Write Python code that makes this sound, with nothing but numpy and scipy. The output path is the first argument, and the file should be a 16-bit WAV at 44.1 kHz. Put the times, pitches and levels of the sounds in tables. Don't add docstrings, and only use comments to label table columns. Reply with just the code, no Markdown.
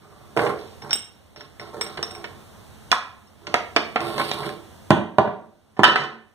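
import sys
import numpy as np
from scipy import signal
from scipy.fft import rfft, irfft, next_fast_len
from scipy.io import wavfile
from scipy.ndimage import uniform_filter1d

SR = 44100
rng = np.random.default_rng(int(sys.argv[2]) if len(sys.argv) > 2 else 0)


def log_audio(samples):
    frames = np.atleast_2d(samples).T
    limited = np.clip(frames, -1, 1)
    pcm = np.round(limited * 32767).astype(np.int16)
    wavfile.write(sys.argv[1], SR, pcm)


def boost_factor(decibels):
    exponent = np.asarray(decibels, float) / 20
    return 10 ** exponent


N = 279594


def evened(x):
    return x / np.sqrt(np.mean(x ** 2) + 1e-20)


def peaked(x, db):
    return boost_factor(db) * x / abs(x).max()


def read(points, hz):
    f, value = np.transpose(points)
    return np.interp(np.log(hz + 1), np.log(f + 1), value)


def add(mix, start_s, sound):
    part = mix[round(start_s * SR):][:len(sound)]
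    part += sound[:len(part)]


def shaped(x, gain):
    size = next_fast_len(x.shape[-1] + 2048)
    spectrum = rfft(x, size) * gain(np.fft.rfftfreq(size, 1 / SR))
    return irfft(spectrum, size)[..., :x.shape[-1]]


def band(x, low_hz, high_hz):
    return signal.sosfilt(signal.butter(2, [low_hz, high_hz], "band", fs=SR, output="sos"), x)


def pair(alike, z):
    alike = np.clip(alike, 0, 1)[:, None]
    return np.array([z[0], alike * z[0] + np.sqrt(1 - alike ** 2) * z[1]])


# start_s, depth_db
GAIN_DUCKS = [
    (-.45, 8),
    (.93, 8),
    (2.92, 7),
    (4.905, 13),
    (5.183, 16),
    (5.833, 17),
]


def ducking_db(t):
    start_s, depth_db = np.transpose(GAIN_DUCKS)[:, :, None]
    hold_s, recover_db_per_s = .45, 18.
    left_db = depth_db - recover_db_per_s * np.maximum(t - start_s - hold_s, 0)
    drop = np.clip((t - start_s) / .06, 0, 1)
    return -np.max(drop * np.maximum(left_db, 0), axis=0)


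# freq_hz, density_db (per Hz)
FLOOR_CURVE = [(20, -27), (45, -6), (100, -1), (250, -5), (500, -7.5), (1000, -11.5), (2000, -18),
               (3500, -19.5), (6000, -24.5), (8500, -24.5), (10000, -25.5), (14500, -26.5), (15600, -27),
               (16200, -46)]
# freq_hz, width_hz, over_floor_db
ROOM_HUM = [(75, 10, 8), (98.7, 6.8, 12), (143, 2.7, 15.5), (215, 12, 9.5)]


def air():
    hz, t, z = signal.stft(rng.standard_normal((2, N)), SR, nperseg=4096)
    humming_db = sum(db / (1 + (2 * (hz - f) / width) ** 2) for f, width, db in ROOM_HUM)
    patches = uniform_filter1d(rng.standard_normal(z.shape[1:]), 40, 0)
    patches = evened(uniform_filter1d(patches, 2, 1))
    z = pair(.2 + 0 * hz, z)
    z = z * boost_factor((read(FLOOR_CURVE, hz) + humming_db)[:, None] + 0.67 * patches)

    def level_db(low_hz, high_hz):
        inside = z[0][(hz > low_hz) & (hz < high_hz)]
        return 10 * np.log10(np.mean(np.sum(abs(inside) ** 2, 0)) * 4 / 3)

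    hum_db = -50. + .8 * ducking_db(t) - level_db(60, 400)
    hiss_db = -60. + ducking_db(t) - level_db(3000, 12000)
    hissy = np.clip(np.log(hz / 300 + 1e-9) / 5.4, 0, 1)[:, None]
    z = z * boost_factor((1 - hissy) * hum_db + hissy * hiss_db)
    return signal.istft(z, SR, nperseg=4096)[1][:, :N]


# freq_hz, t60_s
ROOM_DECAY = [(120, 0.39), (330, 0.58), (870, 0.46), (2300, 0.46), (6000, .35), (14000, 0.31)]
# freq_hz, likeness (0 to 1)
ROOM_LIKENESS = [(100, 0.826), (800, 0.73), (1800, 0.074), (16000, .1)]


def room(x):
    hz, t, z = signal.stft(rng.standard_normal((2, SR)), SR, nperseg=256)
    z = pair(read(ROOM_LIKENESS, hz), z) * boost_factor(-60 * t / read(ROOM_DECAY, hz)[:, None])
    tail = signal.istft(z, SR, nperseg=256)[1]
    tail *= np.clip(np.arange(tail.shape[1]) / SR / 0.0044, 0, 1)
    return signal.fftconvolve(x[None], tail / np.linalg.norm(tail[0]), axes=1)[:, :N]


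def placed(x, lag, wet_db):
    late = shaped(x, lambda hz: np.exp(-2j * np.pi * hz * lag / SR))
    x, late = np.roll([x, late], 45, axis=1)
    return np.array([late, x]) + boost_factor(wet_db) * room(x)


def ringing(modes):
    t = np.arange(SR // 3) / SR
    return sum(boost_factor(db - 60 * t / t60) * np.sin(2 * np.pi * hz * t) for hz, db, t60 in modes)


# freq_hz, level_db
THUD_CURVE = [(60, -46), (200, -3), (500, -8), (1300, -3), (2500, -1), (5000, -4), (9000, -40.5)]


def dense_thud():
    t = np.arange(SR // 3) / SR
    noise = evened(shaped(rng.standard_normal(len(t)), lambda hz: boost_factor(read(THUD_CURVE, hz))))
    return noise * boost_factor(10. - 60 * t / 0.065)


# freq_hz, level_db
CRACK_CURVE = [(1500, -2.5), (2450, 7), (3600, 3), (6000, -7), (8500, -19), (11000, -20), (15500, -22.5),
               (16500, -45.5)]


def hit(modes, thin_hz, dull_hz, body_db, crack_db, note_hz, contact_hz, rattle_s):
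    t = np.arange(2048) / SR
    chatter, snap = rng.standard_normal((2, len(t)))
    force = chatter * np.exp(-t / rattle_s) * 0.4
    force[0] += 3
    body = ringing(modes + [(note_hz, 4., .03)])
    body[0] += 40.
    sound = signal.fftconvolve(force, body)
    thud = dense_thud()
    thud[:len(t)] *= np.sqrt(np.cumsum(force ** 2) / np.sum(force ** 2))
    sound[:len(thud)] += thud * np.linalg.norm(force)
    contact = signal.butter(2, [thin_hz, contact_hz], "band", fs=SR)
    sound = peaked(signal.lfilter(*contact, sound), body_db)
    crack = shaped(snap, lambda hz: boost_factor(read(CRACK_CURVE, hz)) / (1 + (hz / dull_hz) ** 4))
    sound[:len(t)] += peaked(crack * np.exp(-t / (.5 * rattle_s)), crack_db + 13)
    return sound


def struck(rows, modes, thin_hz, dull_hz, contact_hz):
    out = np.zeros(N)
    for start_s, body_db, crack_db, note_hz, rattle_s in rows:
        add(out, start_s, hit(modes, thin_hz, dull_hz, body_db, crack_db, note_hz, contact_hz, rattle_s))
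    return out


# freq_hz, level_db, t60_s
TABLE_MODES = [(162.5, -7.5, 0.047), (226, -7, 0.2), (345, -6, 0.2), (433, 6, 0.045), (595, -5.5, 0.086),
               (754, -4, 0.063), (1068.7, -5, 0.094), (1329, -8, 0.036), (1780, -17, 0.056)]
# freq_hz, level_db, t60_s
KEY_LOW_MODES = [(3760, 1, 0.05), (5450, 5, 0.076), (5440, -7, .3), (5462, -11, 0.18), (9590, -22, .08)]
# freq_hz, level_db, t60_s
KEY_HIGH_MODES = [(8190, -0.5, 0.097), (8370, -9.5, 0.081), (8160, -11.5, .3), (11430, -14, 0.2),
                  (15330, -8, .1), (15280, -18, .2)]


def rub(rumble_db, bite_db, squeak_hz, reach, fizz_under_db, touch_db):
    n = len(rumble_db)
    grit_db = rumble_db + bite_db
    fizz_db = rumble_db + reach * bite_db + fizz_under_db
    chance, size = rng.random(n), rng.exponential(1, n)
    hiss, grip, spray = rng.standard_normal((3, n))

    clumps = boost_factor(3.6 * evened(uniform_filter1d(grip, 300)))
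    slipping = chance < 1800 / SR
    slips = evened(slipping * boost_factor(3.2 * np.minimum(size, 5)) * np.sign(hiss)) + 0.42 * hiss
    slips = evened(slips * clumps) * signal.windows.tukey(n, .1)

    def through(db, body):
        return signal.fftconvolve(slips * boost_factor(db), body / np.linalg.norm(body))

    out = through(rumble_db - 3.5, ringing(TABLE_MODES))
    out += through(grit_db + touch_db, ringing(KEY_LOW_MODES))
    out += through(fizz_db + touch_db + 4, ringing(KEY_HIGH_MODES))

    turn, r = np.exp(2j * np.pi * np.cumsum(squeak_hz) / SR), np.exp(-np.pi * 45. / SR)
    squeak = evened((turn * signal.lfilter([1], [1, -r], slips / turn)).real)
    lock_db = 14. / (1 + (2 * (squeak_hz - 433.) / 60.) ** 2)
    out[:n] += squeak * boost_factor(rumble_db - 13. + lock_db)

    out[:n] += boost_factor(rumble_db - 12.5) * evened(band(slips, 250, 1100))
    out[:n] += boost_factor(grit_db - 4.5) * evened(band(slips, 2500, 4700))
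    out[:n] += boost_factor(rumble_db - 22.) * evened(band(slips, 70, 170))
    out[:n] += boost_factor(fizz_db + 1.0) * evened(band(slips + .2 * spray, 4800, 13000))
    return out


def stroke(length_s, pressure_db, bite_db, squeak_hz):
    t = np.arange(0, length_s, 1 / SR)
    u = t / length_s
    bite_in_db = -20 * np.clip(1 - t / .008, 0, 1)
    return pressure_db + bite_in_db - 10. * u ** 2, bite_db, squeak_hz * (1 - .08 * u)


def strokes(rows, **material):
    out = np.zeros(N)
    for start_s, *controls in rows:
        add(out, start_s, rub(*stroke(*controls), **material))
    return out


# start_s, length_s, pressure_db, bite_db, squeak_hz
WOOD_STROKES = [
    (3.41, .06, -48, -12, 300),
    (3.466, .075, -36, -10, 320),
    (5.766, .025, -34, -15, 750),
    (5.85, .09, -25, -6, 1780),
    (5.975, .09, -29, -7, 1080),
]


def wood_rubs():
    return strokes(WOOD_STROKES, reach=.9, fizz_under_db=-38., touch_db=-40.)


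# start_s, pressure_db, bite_db, squeak_hz
DRAG_PATH = [
    (3.98, -27, -20, 634),
    (4.05, -31, -4, 700),
    (4.17, -29, -5, 600),
    (4.21, -25, -2, 450),
    (4.26, -36, 5, 1750),
    (4.32, -38, 7, 1780),
    (4.36, -30, -8, 1080),
    (4.46, -29, -5, 345),
    (4.56, -50, -8, 350),
]


def board_slide():
    start_s, *columns = np.transpose(DRAG_PATH)
    t = np.arange(start_s[0], start_s[-1], 1 / SR)
    controls = [np.interp(t, start_s, column) for column in columns]
    out = np.zeros(N)
    add(out, start_s[0], rub(*controls, reach=.9, fizz_under_db=-12., touch_db=-30.))
    return out


# start_s, length_s, pressure_db, bite_db, squeak_hz
KEY_STROKES = [(0., .36, -49, -14, 1200), (.358, .16, -22, -22, 455), (.55, .2, -52, 4, 520),
               (.815, .09, -34, -20, 820), (1.358, .1, -44, -1, 300), (1.6, .11, -39, -7, 700),
               (1.725, .075, -35, -17, 445), (1.83, .14, -38, -5, 1300), (1.972, .05, -34, -27, 480),
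               (2.05, .18, -39, -10, 720), (2.24, .1, -43, -10, 600)]


def key_rubs():
    return strokes(KEY_STROKES, reach=.55, fizz_under_db=-18., touch_db=-15.)


# freq_hz, level_db, t60_s
BENCH_MODES = [(233, -14, .12), (442, -3.5, 0.024), (750, -9, .05), (900, -17, 0.013), (1007, -3, 0.08),
               (1330, 0, 0.09), (1460, -1, 0.031), (1780, 6, 0.082), (2362, 0, 0.025), (3030, 1, 0.15),
               (3223, 9, 0.03), (3480, -14, .06)]
# start_s, body_db (peak), crack_db, note_hz, rattle_s
LAY_DOWN = [
    (5.766, -37.5, -65, 498, 0.004),
    (5.833, 0, -22, 1770, 0.002),
    (5.84, 2.5, -24.5, 1780, 0.0019),
    (5.883, -13, -39, 1810, 0.0026),
    (5.957, -7.5, -21, 1420, 0.0055),
]


def bench_clatter():
    return struck(LAY_DOWN, BENCH_MODES, thin_hz=290.0, dull_hz=5200.0, contact_hz=2800.)


# freq_hz, level_db, t60_s
VISE_MODES = [(224, -9.5, 0.42), (345, -21, 0.24), (459, -6, 0.12), (600, -10, 0.1), (742, 3.5, 0.018),
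              (1064.6, -10, 0.09), (1348, -10, 0.065), (1510, -17, 0.12), (2264, 5, 0.044),
              (2970, -7, 0.11), (3020, -10.5, 0.076), (3680, -2, .05), (4480, -11.5, 0.03)]
# start_s, body_db (peak), crack_db, note_hz, rattle_s
SCREW_KNOCKS = [(0.372, -11.5, -25.5, 793, 0.0055), (0.391, -8, -38, 430, 0.0046),
                (0.464, -15, -38, 587, 0.004), (0.499, -24, -45, 1350, 0.004),
                (3.468, -36, -31, 747, 0.011), (3.541, -4, -14, 1300, 0.003), (3.762, -5.5, -17, 420, 0.01),
                (3.958, -7, -36.5, 1000, 0.0033), (4.004, -22.5, -31, 604, 0.0059),
                (4.179, -18, -31, 1050, 0.006), (4.196, -13, -32.5, 600, 0.0029),
                (4.212, -18, -36, 230, 0.004), (4.313, -22, -22.5, 1760, 0.0068),
                (4.43, -22, -45, 345, 0.015), (4.49, -34.5, -36, 334, 0.0062)]
# start_s, body_db (peak), crack_db, note_hz, rattle_s
KEY_BOUNCE = [
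    (2.9258, -2, -24, 1388, 0.0016),
]


def vise_knocks():
    knocks = struck(SCREW_KNOCKS, VISE_MODES, thin_hz=300., dull_hz=8500.0, contact_hz=1700.)
    return knocks + struck(KEY_BOUNCE, VISE_MODES, thin_hz=750., dull_hz=11000.0, contact_hz=1900.)


# start_s, body_db (peak), tick_db, note_hz, high_ring_db
KEY_CLINKS = [(0.818, -30, -56, 791, -70), (0.82, -33, -47, 1120, -68), (0.894, -25, -52, 740, -61),
              (0.907, -17, -27, 1500, -45), (0.929, -22, -19, 1175, -20), (0.955, -26, -46, 740, -27.5),
              (1.36, -27, -50, 732, -68), (1.407, -24, -47, 221, -72), (1.596, -19, -45, 644, -53),
              (1.81, -12, -27, 1306, -25), (1.864, -24, -45, 1310, -46), (1.972, -15, -64, 410, -58),
              (2.027, -14.5, -27, 780, -36), (2.108, -40, -40, 342, -40.5), (2.149, -27, -45, 587, -43),
              (2.241, -16, -50, 226, -62), (3.272, -46, -63, 511, -72)]


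def key_clinks():
    out, low, high = np.zeros(N), ringing(KEY_LOW_MODES), ringing(KEY_HIGH_MODES)

    def clink(start_s, body_db, tick_db, note_hz, high_db, held_db=0):
        add(out, start_s, hit(VISE_MODES, 300., 21000.0, body_db - 6, tick_db - 1.5, note_hz, 3200.0, 0.0059))
        add(out, start_s, peaked(low, tick_db + held_db + 9.5) + peaked(high, high_db + 4))

    for row in KEY_CLINKS:
        clink(*row)
    clink(start_s=2.915, body_db=-2.5, tick_db=-12.5, note_hz=1520, high_db=-30, held_db=-21.)
    return out


# freq_hz, level_db, t60_s
BOARD_MODES = [(119, -9, 0.14), (226, -1, 0.2), (289, -2, 0.041), (345, -4.5, 0.087), (415, -0.5, .06),
               (452, -2, 0.073), (635, 1, 0.045), (760, 2, .05), (940, -1, 0.056), (1000, 0, 0.067),
               (1100, -4, 0.034), (1486, -9, 0.032)]
# start_s, body_db (peak), crack_db, note_hz, rattle_s
BOARD_HITS = [
    (4.905, 5, -20, 586, 0.0015),
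    (5.183, 1.5, -31, 604, 0.0032),
    (5.274, -15, -60, 620, .003),
    (5.792, -2, -38, 486, 0.0018),
]


def board_raps():
    return struck(BOARD_HITS, BOARD_MODES, thin_hz=90., dull_hz=17000.0, contact_hz=1050.)


# freq_hz, level_db
LEFT_SHADE = [(100, -4.5), (500, -5.5), (1500, -4.5), (4500, -10), (9000, -4), (11000, -20.5), (16000, -21)]


def scene():
    rubs = key_rubs() + wood_rubs() + board_slide()
    close = placed(rubs, lag=5.43, wet_db=-3.)
    close += placed(bench_clatter(), lag=4.5, wet_db=-2.5)
    close += placed(vise_knocks(), lag=5.2, wet_db=-6.0)
    close += placed(key_clinks(), lag=4.76, wet_db=-8.5)
    close += placed(board_raps(), lag=4.9, wet_db=-4.0)
    no_bass = signal.butter(3, 108., "high", fs=SR, output="sos")
    close = signal.sosfilt(no_bass, close)
    shaded = shaped(close[0], lambda hz: boost_factor(read(LEFT_SHADE, hz)))
    return np.array([shaded, close[1]]) + air() * boost_factor(np.array([[-1.5], [1.5]]))


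def masked(x, margin_db=7.3, cut_db=-24.):
    hz, t, z = signal.stft(np.array([x[0] + x[1], x[0] - x[1]]) / 2, SR, nperseg=1024)
    power = uniform_filter1d(uniform_filter1d(abs(z) ** 2, size=7, axis=1), size=2, axis=2)
    around = np.exp(uniform_filter1d(np.log(power.mean(0) + 1e-20), size=61, axis=0))
    hidden = (power < around * boost_factor(-2 * margin_db)) & (hz > 1900)[:, None]
    mid, side = signal.istft(z * np.where(hidden, boost_factor(cut_db), 1), SR, nperseg=1024)[1][:, :N]
    return np.array([mid + side, mid - side])


def low_pass(x):
    return signal.sosfilt(signal.butter(12, 16420, fs=SR, output="sos"), x)


# freq_hz, share (0 to 1)
CROSS_SHARE = [(250, 0.055), (700, 0.65), (1200, 0.46), (5200, 0.54), (7000, 0.38), (9000, 0.36),
               (11000, 0.038)]
# freq_hz, level_db
CAPSULE = [(6000, 1), (7350, 1), (8500, 2), (14000, -2), (15450, -2), (15700, -16), (16400, -20)]


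def record(dry):
    delay_s = 1 / 2455
    other = shaped(dry[::-1], lambda hz: np.clip(read(CROSS_SHARE, hz), 0, 1) * np.exp(-2j * np.pi * hz * delay_s))
    coloured = shaped(dry - other, lambda hz: boost_factor(read(CAPSULE, hz)))
    mix = masked(np.clip(coloured, -1, 1))
    return low_pass(mix)


dry = scene()
out = record(dry)
log_audio(out)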